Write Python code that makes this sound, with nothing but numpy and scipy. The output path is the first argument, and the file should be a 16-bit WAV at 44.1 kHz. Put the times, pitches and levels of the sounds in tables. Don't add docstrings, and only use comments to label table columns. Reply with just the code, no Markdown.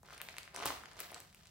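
import sys
import numpy as np
from scipy import signal
from scipy.fft import rfft, irfft
from scipy.io import wavfile

SR = 44100
rng = np.random.default_rng(int(sys.argv[2]) if len(sys.argv) > 2 else 0)


def to_wav(sig):
    pcm = np.clip(np.atleast_2d(sig), -1, 1) * 32767
    pcm = np.round(pcm).astype(np.int16)
    wavfile.write(sys.argv[1], SR, pcm.T)


def field_ratio(decibels):
    return 10 ** (np.asarray(decibels, dtype=float) / 20)


N = 66150


def in_time(rows):
    s, *columns = np.transpose(rows)
    return [np.interp(np.arange(N) / SR, s, c) for c in columns]


def at_hz(points, hz):
    table_hz, values = np.transpose(points)
    return np.interp(np.log(hz), np.log(table_hz), values)


def rms_one(x):
    return x / np.sqrt(np.mean(x ** 2) + 1e-20)


def drift(rate_hz):
    r = np.exp(-2 * np.pi * rate_hz / SR)
    noise = rng.standard_normal(N + SR)
    return rms_one(signal.lfilter([1], [1, -2 * r, r * r], noise)[SR:])


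def highpass(x, order, hz):
    return signal.sosfilt(signal.butter(order, hz, "high", fs=SR, output="sos"), x)


def ring(clicks, hz, t60_s):
    r = field_ratio(-60 / (t60_s * SR))
    w = 2 * np.pi * hz / SR
    return signal.lfilter([0, np.sin(w)], [1, -2 * r * np.cos(w), r * r], clicks + 1e-18)


def add(out, s, db, sound):
    size = np.abs(sound.mean(0))
    i = max(int(s * SR) - np.argmax(size), 0)
    out[:, i:i + sound.shape[1]] += field_ratio(db) * sound / size.max()


# time in s, peak in dB, pitch in Hz.
POPS_CARRIED = [(0.0329, -48.5, 930), (0.0605, -63, 1201), (0.0867, -43.4, 1280), (0.0992, -46.4, 1880),
                (0.1062, -42.5, 1370), (0.1267, -42.5, 1290), (0.1363, -38.5, 2780), (0.1473, -48.5, 1350),
                (0.165, -46, 1750), (0.1806, -40.5, 2740), (0.2032, -36.9, 2100), (0.2093, -37, 1870),
                (0.2163, -29.5, 2520), (0.2876, -29.5, 2440), (0.2998, -43.8, 2590), (0.3081, -46, 2200),
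                (0.3422, -43, 1690), (0.3677, -37.5, 2330), (0.3837, -30, 2206), (0.432, -43.5, 3600),
                (0.4775, -39, 1840)]
POPS_SET_DOWN = [(0.5478, -40, 990), (0.5627, -33.5, 1940), (0.5736, -37, 1000), (0.5881, -37.5, 785),
                 (0.6009, -35, 1060), (0.6093, -35.7, 2600), (0.625, -32.5, 1050), (0.6397, -40, 980),
                 (0.6492, -42, 1010), (0.6577, -23.5, 914), (0.6719, -37, 1220), (0.6868, -34, 1650),
                 (0.7048, -27, 1180), (0.7236, -37, 740), (0.7718, -44, 1240)]
POPS_SECOND_BAG = [(0.8366, -39.5, 1400), (0.8578, -34.5, 3790), (0.9154, -45, 3600), (0.9438, -55, 1540),
                   (0.9685, -46.5, 1160), (0.9933, -39.1, 1610), (1.0037, -37.5, 2340),
                   (1.0061, -33.5, 2210), (1.0507, -44.5, 1600), (1.1053, -42.5, 2310), (1.1198, -40, 770),
                   (1.1292, -44, 2060), (1.1451, -39.5, 2740), (1.163, -40, 1190), (1.1817, -52, 1220),
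                   (1.203, -44, 2120), (1.3277, -52.5, 2220), (1.347, -47, 2800), (1.4572, -49.5, 1920),
                   (1.4711, -54, 2970)]
POP_CYCLES, POP_DB, POP_ROUGH_DB, POP_PAN_DB = 3.4, 0.56, -8.5, 4.5


def pops(rows):
    out = np.zeros((2, N + SR))
    t = np.arange(400) / SR
    shakes = rng.standard_normal((len(rows), len(t)))
    for (s, db, hz), shake in zip(rows, shakes):
        push = field_ratio(POP_ROUGH_DB) * shake * np.exp(-t * hz / 2)
        push[:int(SR / hz / 5) + 1] -= 1
        sound = highpass(ring(push, hz, POP_CYCLES / hz), 1, hz / 2)
        pan_db = POP_PAN_DB + shake[-1]
        add(out, s, db + POP_DB, sound * field_ratio(pan_db * np.array([[.5], [-.5]])))
    return out[:, :N]


# time in s, peak in dB, centre in Hz, length in ms.
CRACKS_FIRST_BAG = [(0.0314, -54, 6800, 0.82), (0.0596, -51.5, 6840, 0.25), (0.11, -53.5, 6740, 0.75),
                    (0.131, -49, 6350, 0.81), (0.1477, -56, 6700, 1.0), (0.179, -42, 6700, 0.52),
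                    (0.216, -28.5, 10000, 0.27), (0.2873, -45, 6000, 0.3), (0.2949, -47.3, 6640, 0.39),
                    (0.3081, -50, 7220, 0.28), (0.3676, -40.5, 5890, 0.34), (0.3837, -32.5, 6700, 0.21),
                    (0.4321, -41.5, 5000, 0.34), (0.5466, -38, 5840, 0.39), (0.5605, -49, 6500, 0.38),
                    (0.5624, -28.5, 5600, 0.45), (0.6551, -35, 6600, 0.13), (0.657, -20.5, 10540, 0.74),
                    (0.6638, -28.5, 11800, 0.73), (0.6739, -33, 6890, 0.61), (0.6876, -34.5, 6170, 1)]
CRACKS_SECOND_BAG = [(0.8366, -55.5, 6650, 1.7), (0.8577, -44, 4200, 0.93), (0.9146, -49, 5130, 0.37),
                     (0.9332, -48, 5550, 0.23), (0.9685, -48, 5570, 0.42), (0.9781, -57, 6930, 0.45),
                     (0.9927, -44.5, 6640, 1.2), (0.9967, -42.5, 7330, 0.72), (1.0035, -26, 10300, 0.97),
                     (1.1055, -53, 5900, 0.7), (1.1166, -38, 9500, 0.32), (1.1451, -34, 5370, 0.94),
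                     (1.2029, -37, 11100, 0.22), (1.3278, -51.5, 6220, 0.45), (1.3472, -45, 9200, 0.41),
                     (1.4572, -50, 6740, 0.16), (1.4711, -45.5, 5300, 0.16)]
CRACK_OCTAVES, CRACK_DB, CRACK_SIDE = .7, 2.57, .6
SCATTER_DB, SCATTER_RISE = -11, 0.95


def cracks(rows):
    out = np.zeros((2, N + SR))
    t = (np.arange(500) - 150) / SR
    noises = rng.standard_normal((len(rows), 3, len(t)))
    for (s, db, hz, ms), noise in zip(rows, noises):
        edges_hz = np.clip(hz * 2 ** (CRACK_OCTAVES * np.array([-1, 1])), 500, .45 * SR)
        band = signal.butter(2, edges_hz, "band", fs=SR, output="sos")
        u = t / (max(ms, .1) / 1000)
        envelope = np.exp(-np.where(u < 0, -u / SCATTER_RISE, u))
        burst = field_ratio(SCATTER_DB) * (noise[0] + CRACK_SIDE * noise[1:]) * envelope
        burst[:, 150] += 1
        add(out, s, db + CRACK_DB, signal.sosfilt(band, burst))
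    return out[:, :N]


# time in s, crinkle level in dB, brightness in dB.
HANDLING = [(0.025, -80, -17), (.05, -58, -9), (.12, -61.5, 6), (.2, -57, -6.5), (.4, -60.5, 6),
            (.52, -62, -11.5), (.56, -48, -5), (.645, -38.5, -9), (.665, -45, 8), (.72, -47, -2.5),
            (.79, -56.5, -5.5), (.95, -59, -6), (1.0, -50.5, -1), (1.07, -58, 2), (1.14, -53.5, -5),
            (1.22, -61, 0), (1.3, -73, 4.5), (1.5, -69, 10)]
# frequency in Hz, level in dB.
FILM_SPECTRUM = [(300, -66), (600, 4), (1200, 6), (2500, 6), (5000, 10.5), (9000, -8), (15000, -0.5)]
CRINKLES_PER_S, CRINKLE_CYCLES = 4500, 2.8
CRINKLE_SPREAD_DB, CLUMP_DB = 3.5, 4.0


def crinkles():
    level_db, bright_db = in_time(HANDLING)
    sizes = field_ratio(CRINKLE_SPREAD_DB * np.minimum(rng.exponential(1, N), 3.0)) * rng.choice([-1, 1], N)
    born = rng.random(N) < CRINKLES_PER_S * field_ratio(CLUMP_DB * drift(60)) / SR
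    pitches_hz = np.geomspace(330, 15000, 24)
    dealt = rng.integers(0, 24, N)
    sides = 1 + .5 * rng.normal(0, 1, N) * np.array([[1], [-1]])
    clicks = sides * sizes * born
    out = 0
    for k, hz in enumerate(pitches_hz):
        tilt_db = bright_db * np.clip(np.log2(hz / 1500) / 2, 0, 1)
        gain = field_ratio(at_hz(FILM_SPECTRUM, hz) + tilt_db) * np.sqrt(hz / 1000)
        out = out + gain * ring(clicks * (dealt == k), hz, CRINKLE_CYCLES / hz)
    return field_ratio(level_db) * rms_one(out)


# frequency in Hz, level in dB, t60 in s.
TABLE_MODES = [(68.8, -2.5, 1), (92.6, -8.5, 1), (146, 6.5, 0.245), (287, -4, 0.2), (296, 4, 0.16),
               (535, 4, 0.21)]
THUD_S, THUD_DB = .657, -53


def thud():
    push = np.zeros(N)
    i = int(THUD_S * SR)
    push[i:i + 100] = np.hanning(100) / 50
    hum = sum(field_ratio(db) * ring(push, hz, t60_s) for hz, db, t60_s in TABLE_MODES)
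    return field_ratio(THUD_DB) * highpass(hum, 2, 60)


# frequency in Hz, left-right likeness from 0 to 1.
LIKENESS = [(60, 0.87), (300, 0.89), (640, 0.33), (1400, 0.067), (6000, 0.02)]


def diffuse(size, spectrum):
    hz = np.maximum(np.fft.rfftfreq(size, 1 / SR), 1)
    mid, side = rfft(rng.standard_normal((2, size)))
    alike = np.clip(at_hz(LIKENESS, hz), 0, 1)
    both = np.sqrt(1 + alike) * mid + np.sqrt(1 - alike) * side * np.array([[1], [-1]])
    return hz, both * field_ratio(at_hz(spectrum, hz))


# frequency in Hz, t60 in s.
ROOM_T60 = [(200, 0.27), (1300, 0.44), (3500, 0.47), (9000, 0.41), (16000, 0.35)]
ROOM_DB, ROOM_RISE_S = -4, 0.0041


def room(x):
    t = np.arange(SR) / SR
    hz, both = diffuse(SR, [(20, 0), (20000, 0)])
    tail = 0
    for centre_hz in 40 * 2. ** np.arange(10):
        share = np.clip(1 - np.abs(np.log2(hz / centre_hz)), 0, 1)
        tail = tail + irfft(both * share, SR) * field_ratio(-60 * t / at_hz(ROOM_T60, centre_hz))
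    tail = tail * np.clip(t / ROOM_RISE_S, 0, 1)
    tail = tail / np.sqrt(np.sum(tail[0] ** 2))
    return field_ratio(ROOM_DB) * signal.fftconvolve(x[None], tail, axes=1)[:, :N]


# frequency in Hz, density in dB per Hz.
AIR_SPECTRUM = [(25, -24), (45, 11), (70, 7.5), (190, 8.5), (260, -5.5), (700, -15.5), (3000, -21),
                (16000, -19.5)]
AIR_DB = -67.5
# frequency in Hz, level in dB, width in Hz.
HUMS = [(54, -89, 16), (71, -90.5, 19), (93, -82, 4.7), (139, -91.5, 5.9)]


def air():
    hz, both = diffuse(N, AIR_SPECTRUM)
    out = field_ratio(AIR_DB) * rms_one(irfft(both, N))
    for centre_hz, db, width_hz in HUMS:
        resonance = 1 + (2 * (hz - centre_hz) / width_hz) ** 2
        out = out + field_ratio(db) * rms_one(irfft(both / resonance, N))
    return out


LEFT_LAG_S, FILM_CUT_HZ = .00005, 230


def scene():
    film = pops(POPS_CARRIED) + pops(POPS_SET_DOWN) + pops(POPS_SECOND_BAG) + crinkles()
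    film[0] = np.roll(film[0], int(round(LEFT_LAG_S * SR)))
    film = film + cracks(CRACKS_FIRST_BAG) + cracks(CRACKS_SECOND_BAG)
    film = highpass(film, 2, FILM_CUT_HZ)
    table = thud()
    return film + table + room(film.mean(0) + table) + air()


def roll_off(x):
    return signal.sosfilt(signal.butter(12, 17840, fs=SR, output="sos"), x)


TOP_HZ, TOP_DB = 15900, -24
RUMBLE_CUT_HZ, CUTOFF_HZ = 39, 16800


def record(dry):
    hz = np.fft.rfftfreq(N, 1 / SR)
    top_step = field_ratio(TOP_DB * np.clip((hz - TOP_HZ) / 100, 0, 1))
    x = irfft(rfft(dry) * top_step, N)
    x = highpass(x, 2, RUMBLE_CUT_HZ)
    x = signal.sosfilt(signal.cheby2(10, 60, CUTOFF_HZ * 1.04, fs=SR, output="sos"), x)
    return roll_off(x)


dry = scene()
out = record(dry)
to_wav(out)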